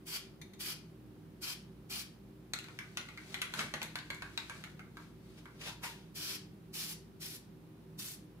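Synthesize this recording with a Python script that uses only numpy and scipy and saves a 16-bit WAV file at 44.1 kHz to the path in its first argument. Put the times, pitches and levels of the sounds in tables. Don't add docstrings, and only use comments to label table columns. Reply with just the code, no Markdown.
import sys
import numpy as np
from scipy import signal
from scipy.fft import rfft, irfft, next_fast_len
from scipy.io import wavfile

SR = 44100
rng = np.random.default_rng(int(sys.argv[2]) if len(sys.argv) > 2 else 0)


def bounce(signal):
    frames = np.transpose(np.atleast_2d(signal))
    limited = np.clip(frames, -1, 1)
    pcm = np.round(limited * 32767).astype(np.int16)
    wavfile.write(sys.argv[1], SR, pcm)


N = 370440
TIME = np.arange(N) / SR

# (frequency [Hz], t60 [s])
ROOM_DECAY = [(150, 0.15), (500, 0.29), (1500, 0.4), (4000, 0.35), (9000, 0.29), (15000, 0.16)]
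# (frequency [Hz], left minus right [dB])
PORT_BALANCE = [(500, -1.5), (1500, -1), (2400, 1.5), (3200, 2), (4200, 6.5), (5400, 3), (6500, 2.5),
                (8300, 3.5), (9600, 0.5), (10700, -7.5), (12500, -4), (15000, -8.5)]
# (frequency [Hz], level [dB])
HUM_TONES = [(50, -86.5), (58.6, -68.5), (99.9, -68), (119.8, -65.5), (149.5, -72), (161.3, -65),
             (200, -84), (249, -74), (352, -78)]
# (frequency [Hz], width [Hz], gain [dB])
ROOM_MODES = [(53.6, 4.7, -5), (151, 9.1, -1), (164.1, 7.5, 4.5), (170, 20, -27.5), (192.5, 4.04, 5.5),
              (230.4, 17.6, -6), (293.6, 11.2, -10.5), (307.2, 7.8, 1), (379.6, 15.3, -2), (394, 5.2, -4.5),
              (493, 26, -18)]
# (frequency [Hz], gain [dB])
AIR_COLOUR = [(20, -15), (80, -7), (130, 6), (250, 2.5), (420, -4.5), (600, -11), (1000, -14.5),
              (2000, -21), (4000, -25.5), (7000, -32.5), (10000, -32), (15000, -29.5)]
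# (open [s], shut [s], on target [s],
# fall of the rush off target [dB/s], nozzle hiss [dB], table rush [dB], hollow ring [dB])
VALVE_PRESSES = [(0.065, 0.172, .165, 96, -44, -42.5, -40.5), (0.598, 0.728, 0.673, 35, -45, -45.5, -44),
                 (1.419, 1.531, 1.48, 40, -45, -43.5, -44.5), (1.902, 2.021, 1.91, 45, -45, -44, -44),
                 (6.152, 6.362, 6.29, 40, -45.5, -41.5, -45.5), (6.736, 6.931, 6.795, 65, -44, -40.5, -62),
                 (7.206, 7.367, 7.22, 68, -47, -46.5, -56), (7.986, 8.15, 7.995, 123, -45, -46.5, -72)]
# (frequency [Hz], gain [dB])
NOZZLE_COLOUR = [(500, -20), (1500, -9), (3000, -4), (5000, -1.5), (7300, -1.5), (8500, -2), (9500, -2),
                 (11000, 1.5), (13000, -1), (15500, -6.5)]
# (frequency [Hz], gain [dB])
RUSH_COLOUR = [(400, -18.5), (750, -14), (1100, -11), (1800, -6.5), (2600, -1), (3700, 1), (4500, 1),
               (5400, 3), (6000, 0.5), (6900, -16), (9000, -49), (15000, -32)]
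# (frequency [Hz], width [Hz], gain [dB])
CAVITY_MODES = [(1360, 660, -9.5), (2390, 200, 0), (3160, 250, 0.5), (3720, 560, -8), (4650, 650, -2)]
# (time [s], level [dB])
FINGER_TICKS = [(0.415, -52), (0.535, -60)]
# (frequency [Hz], gain [dB], t60 [s])
PING_MODES = [(2369, -6, 0.059), (3677, -2.5, 0.071), (6325, -27, .1), (7235, -19, .1)]
# (frequency [Hz], gain [dB])
CRACK_COLOUR = [(300, -13), (700, -42), (2000, 9.5), (4000, 9.5), (5200, -3.5), (6400, 6.5), (7500, -0.5),
                (9300, -3.5), (11000, 0.5), (13000, -4.5), (16000, -26)]
# (time [s], pitch of the paint-loaded wall [Hz], wall [dB], rim [dB], crack [dB])
BALL_KNOCKS = [(2.535, 2310, -40.5, -37.5, -37), (2.588, 2100, -60, -59, -43.5),
               (2.642, 1850, -52.5, -68, -51), (2.685, 1560, -50, -68, -58),
               (2.789, 2240, -39.5, -54.5, -46), (2.972, 2170, -38.5, -36.5, -39),
               (3.087, 1620, -47, -58, -55), (3.175, 2190, -44, -55.5, -57),
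               (3.343, 2290, -38, -40.5, -41.5), (3.417, 2280, -41, -47, -34),
               (3.421, 2150, -37.5, -67, -43), (3.538, 1530, -38.5, -48, -42),
               (3.592, 1560, -35, -40, -38.5), (3.606, 2330, -36, -52, -47), (3.739, 1610, -36, -43.5, -42),
               (3.817, 1670, -38.5, -42.5, -46), (3.829, 2200, -50, -43.5, -40.5),
               (3.956, 1510, -37.5, -43.5, -41.5), (3.988, 2150, -59, -46.5, -71),
               (4.103, 2170, -36, -51, -44), (4.146, 2450, -53, -62, -51.5),
               (4.222, 1520, -39.5, -50.5, -52), (4.376, 1700, -42, -35, -44.5),
               (4.497, 1480, -40.5, -73, -46.5), (4.639, 1900, -45.5, -53, -51),
               (4.794, 1480, -47.5, -79.5, -58.5), (4.97, 1160, -44.5, -72, -57),
               (5.456, 1210, -47.5, -77, -60)]
# (frequency [Hz], gain [dB], t60 [s])
CAN_WALL_MODES = [(700, -15, 0.016), (880, -5.5, 0.034), (1155, 0, 0.012), (1390, -2.5, 0.026),
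                  (1530, 0, 0.027), (1740, -5, 0.023), (1930, 2, 0.007), (2168, 2.5, 0.017),
                  (2360, -2.5, 0.034)]
# (frequency [Hz], width [Hz], gain [dB])
CAN_RIM_MODES = [(875, 180, -10), (1770, 520, -8.5), (2390, 980, -3), (3294, 550, 0), (3860, 430, 6),
                 (4010, 1140, 0)]
# (peak [s], rise [s], fall [s], level [dB])
PAPER_SLIDES = [(3.32, 0.2, .25, -55), (3.597, 0.094, 0.094, -42), (3.74, .2, 0.35, -61),
                (4.56, 0.58, .3, -59.5), (5.01, 0.11, 0.14, -62.5), (5.29, 0.25, 0.9, -68.5)]
# (frequency [Hz], gain [dB])
RUSTLE_COLOUR = [(120, 6), (220, 7), (450, 5), (1000, 2.5), (2200, 6.5), (4000, 6), (7000, -0.5),
                 (10000, -3), (15000, -13)]
# (time [s], level [dB])
TABLE_BUMPS = [(3.644, -45), (3.741, -44.5), (3.829, -50.5), (4.104, -54)]
# (frequency [Hz], gain [dB], t60 [s])
THUD_MODES = [(150.5, -8.5, 0.26), (217, 1, 0.085), (340, -15, 0.094), (560, -7, 0.052)]
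# (peak [s], rise [s], fall [s], level [dB])
SOLE_DRAGS = [(5.385, 0.036, 0.027, -58.5), (5.612, 0.022, 0.081, -49), (5.675, 0.074, 0.065, -43),
              (5.865, 0.054, 0.19, -54)]
# (frequency [Hz], gain [dB])
GRIT_COLOUR = [(450, -2), (1100, -3.5), (2000, -4), (3300, 1.5), (4600, -3), (6300, -7), (8000, -13),
               (11000, -13), (15000, -21)]
# (time [s], slap [dB], hollow ring [dB])
SOLE_LANDINGS = [(5.692, -66, -52), (5.837, -42, -40)]
# (frequency [Hz], gain [dB])
LANDING_COLOUR = [(450, -1), (900, -11), (1800, 0.5), (3200, 1.5), (5000, -3.5), (8000, -6), (11000, -8.5),
                  (13500, -7), (15500, -18)]
# (frequency [Hz], width [Hz], gain [dB])
LANDING_MODES = [(943, 31, 12), (1480, 80, 0.5), (1850, 280, -15)]


def from_db(db):
    return 10 ** (np.asarray(db) / 20)


def rms_one(x):
    return x / np.sqrt(np.mean(x ** 2) + 1e-20)


def at_hz(points, hz):
    f, value = np.transpose(points)
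    return np.interp(np.log(np.maximum(hz, 1)), np.log(f), value)


def coloured(x, curve):
    hz = np.fft.rfftfreq(N, 1 / SR)
    low_cut = np.minimum(hz / curve[0][0], 1) ** 2
    return rms_one(irfft(rfft(x) * from_db(at_hz(curve, hz)) * low_cut, N))


def resonant(x, modes):
    out = 0
    for k, (hz, width, db) in enumerate(modes):
        r = np.exp(-np.pi * width / SR)
        feedback = [1, -2 * r * np.cos(2 * np.pi * hz / SR), r * r]
        out += (-1) ** k * from_db(db) * signal.lfilter([1 - r, 0, r - 1], feedback, x)
    return rms_one(out)


def drift(per_s):
    knots = rng.standard_normal(N // 16)
    return rms_one(np.interp(TIME * per_s, np.arange(len(knots)), knots))


def grains(per_s, spread_db):
    sizes = from_db(spread_db * np.minimum(rng.exponential(1, N), 4)) * rng.standard_normal(N)
    return rms_one(sizes * (rng.random(N) < per_s / SR))


def struck(modes, t, scatter_db, detune=0):
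    out, power = 0, 0
    for hz, db, t60 in modes:
        fade = from_db(db - 60 * t / t60)
        share = rng.choice([-1, 1]) * from_db(scatter_db * rng.normal())
        pitch = hz * (1 + detune * rng.normal())
        out += share * fade * np.sin(2 * np.pi * pitch * t)
        power += np.mean(fade ** 2) / 2
    return rms_one(out) * np.sqrt(power)


def burst(sound, t60, t):
    fade = from_db(-60 * t / t60)
    return rms_one(sound[:len(t)] * fade) * np.sqrt(np.mean(fade ** 2))


def gate(t, on, off, open_s, shut_s):
    return (1 + np.tanh((t - on) / (2 * open_s))) * (1 - np.tanh((t - off) / (2 * shut_s))) / 4


def swells(strokes):
    t, power = TIME[::32], 0
    for peak, rise, fall, db in strokes:
        distance = np.maximum((peak - t) / rise, (t - peak) / fall)
        power += from_db(db - 20 * np.minimum(distance, 10)) ** 2
    return np.interp(TIME, t, np.sqrt(power))


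def around(on, off, margin_s=.04):
    return slice(round((on - margin_s) * SR), round((off + margin_s) * SR))


def add(track, s, sound):
    i = round(s * SR)
    track[..., i:i + sound.shape[-1]] += sound[..., :N - i]


def garage(x, near_db, wet_db, lag_ms=0.13, near_t60=0.053, build_s=0.0025):
    t = TIME[:SR // 3]
    hz = np.fft.rfftfreq(len(t), 1 / SR)
    white, tail = rfft(rng.standard_normal((2, len(t)))), 0
    alike = np.sinc(hz / 2000)
    white[1] = alike * white[0] + np.sqrt(1 - alike ** 2) * white[1]
    for centre, t60 in ROOM_DECAY:
        band = at_hz([(f, f == centre) for f, _ in ROOM_DECAY], hz)
        tail += irfft(white * band, len(t)) * from_db(-60 * t / t60)
    tail = rms_one(tail * (1 - np.exp(-t / build_s)))
    near = rms_one(irfft(white, len(t))[:, ::-1] * from_db(-60 * t / near_t60) * (t > .001))
    echoes = (from_db(near_db) * near + from_db(wet_db) * tail) / np.sqrt(len(t))
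    size = next_fast_len(len(x) + len(t), True)
    hz = np.fft.rfftfreq(size, 1 / SR)
    direct = np.exp(-2j * np.pi * hz * np.array([[lag_ms / 1000], [0]]))
    ports = from_db(at_hz(PORT_BALANCE, hz) * np.array([[.5], [-.5]]))
    return irfft(rfft(x, size) * (direct + rfft(echoes, size)) * ports, size)[:, :-SR // 20]


def fan(drone_db=-57, air_db=-60, drone_side_db=-14, waver_db=2):
    sides, hum = np.array([[1], [-1]]), 0
    for hz, db in HUM_TONES:
        level = np.sqrt(2) * from_db(db + waver_db * drift(per_s=4))
        hum += level * np.sin(2 * np.pi * (hz * TIME + rng.random()))
    mid, side = rng.standard_normal((2, N))
    drone = from_db(drone_db) * resonant(mid + from_db(drone_side_db) * sides * side, ROOM_MODES)
    mid, side = rng.standard_normal((2, N))
    side = signal.sosfilt(signal.butter(1, 650, "high", fs=SR, output="sos"), side)
    air = from_db(air_db) * coloured(mid + sides * side, AIR_COLOUR)
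    return (hum + drone + air) * from_db(-.4 * sides)


def spray(hiss_db=-3.5, rush_db=-7, hollow_db=-5, droplet_db=-3, spit_db=2, spit_s=.012):
    impact = rng.standard_normal(N) + from_db(droplet_db) * grains(per_s=2000, spread_db=2.5)
    jet = from_db(hiss_db) * coloured(rng.standard_normal(N), NOZZLE_COLOUR)
    table = from_db(rush_db) * coloured(impact, RUSH_COLOUR)
    cavity = from_db(hollow_db) * resonant(rng.standard_normal(N), CAVITY_MODES)
    out = np.zeros(N)
    for on, off, on_target, fall, hiss, rush, hollow in VALVE_PRESSES:
        now = around(on, off)
        t = TIME[now]
        miss_db = fall * np.abs(t - on_target)
        accent_db = spit_db * np.exp(-np.maximum(t - on, 0) / spit_s)
        nozzle = from_db(hiss + accent_db - 0.23 * miss_db) * jet[now]
        surfaces = from_db(rush - miss_db) * table[now] + from_db(hollow - miss_db) * cavity[now]
        out[now] = gate(t, on, off, open_s=0.0037, shut_s=0.00079) * (nozzle + surfaces)
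    return out


def sweeps(sound):
    out = np.zeros((2, N))
    for on, off, *_ in VALVE_PRESSES:
        now = around(on, off)
        add(out, now.start / SR, garage(sound[now], near_db=3.5, wet_db=0))
    return out


def spray_cap(click_db=7, click_t60=0.014, ping_db=-1):
    out, t = np.zeros((2, N)), TIME[:SR // 4]
    crackle = coloured(rng.standard_normal(N), CRACK_COLOUR)
    click = crackle[:len(t)] * from_db(click_db - 60 * t / click_t60)
    for s, db in FINGER_TICKS:
        ping = from_db(ping_db) * struck(PING_MODES, t, scatter_db=0)
        add(out, s, garage(from_db(db) * (click + ping), near_db=3, wet_db=0))
    return out


def mixing_ball(rim_db=11, crack_db=7.5, focus_db_per_octave=-8):
    out, t = np.zeros((2, N)), TIME[:SR // 10]
    crackle = coloured(rng.standard_normal(N), CRACK_COLOUR)
    clack = resonant(rng.standard_normal(N), CAN_RIM_MODES)
    for s, loaded_hz, wall, rim, crack in BALL_KNOCKS:
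        start = round(s * SR)
        snap = from_db(crack + crack_db) * burst(crackle[start:], t60=0.012, t=t)
        snap += from_db(rim + rim_db) * burst(clack[start:], t60=0.0076, t=t)
        modes = [(hz, db + focus_db_per_octave * abs(np.log2(hz / loaded_hz)), t60)
                 for hz, db, t60 in CAN_WALL_MODES]
        ring = from_db(wall) * struck(modes, t, scatter_db=1, detune=.05)
        delay_s = rng.uniform(0.0091, .04)
        add(out, s, garage(rebounding(snap, delay_s), near_db=-3, wet_db=-3.5))
        add(out, s, garage(rebounding(ring, delay_s), near_db=-2, wet_db=1.5))
    return out


def rebounding(knock, delay_s, loss_db=17):
    second_touch = np.pad(knock, (round(delay_s * SR), 0))[:len(knock)]
    return knock + from_db(-loss_db) * second_touch


def newspaper(stir_db=-66.5):
    stir = from_db(stir_db) * gate(TIME, on=2.58, off=4.7, open_s=0.014, shut_s=0.014)
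    rustle = coloured(grains(per_s=4000, spread_db=3), RUSTLE_COLOUR)
    return np.hypot(stir, swells(PAPER_SLIDES)) * rustle


def table_top(bump_db=-2.5):
    out = np.zeros(N)
    for s, db in TABLE_BUMPS:
        add(out, s, from_db(db + bump_db) * struck(THUD_MODES, TIME[:SR // 2], scatter_db=2))
    return garage(out, near_db=-0.5, wet_db=3.5)[:, :N]


def shoe(rise_s=0.017, slap_fall_s=0.089, ring_fall_s=0.051):
    slap = swells([(s, rise_s, slap_fall_s, db) for s, db, _ in SOLE_LANDINGS])
    hollow = swells([(s, rise_s, ring_fall_s, db) for s, _, db in SOLE_LANDINGS])
    scuff = swells(SOLE_DRAGS) * coloured(grains(per_s=4500, spread_db=3), GRIT_COLOUR)
    puff = rng.standard_normal(N)
    return scuff + slap * coloured(puff, LANDING_COLOUR) + hollow * resonant(puff, LANDING_MODES)


def broad(source, spots=2):
    return sum(source()[:, :N] for _ in range(spots)) / np.sqrt(spots)


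def scene(sputter_db=1.5):
    sputter = from_db(sputter_db * drift(per_s=130))
    paint = from_db(-2.56) * broad(lambda: sweeps(spray() * sputter))
    paper = from_db(-6) * broad(lambda: garage(newspaper(), near_db=4.5, wet_db=1))
    steps = from_db(-4.5) * broad(lambda: garage(shoe(), near_db=5.5, wet_db=-1))
    return paint + paper + steps + spray_cap() + mixing_ball() + table_top() + fan()


def record(dry, whine_db=-84, whine_hz=10400, whine_width_hz=190, cutoff_hz=15500):
    whine = from_db(whine_db) * resonant(rng.standard_normal(N), [(whine_hz, whine_width_hz, 0)])
    low_pass = signal.ellip(10, .1, 80, cutoff_hz, fs=SR, output="sos")
    return signal.sosfilt(low_pass, dry + whine * np.array([[0], [1]]))


dry = scene()
out = record(dry)
bounce(out)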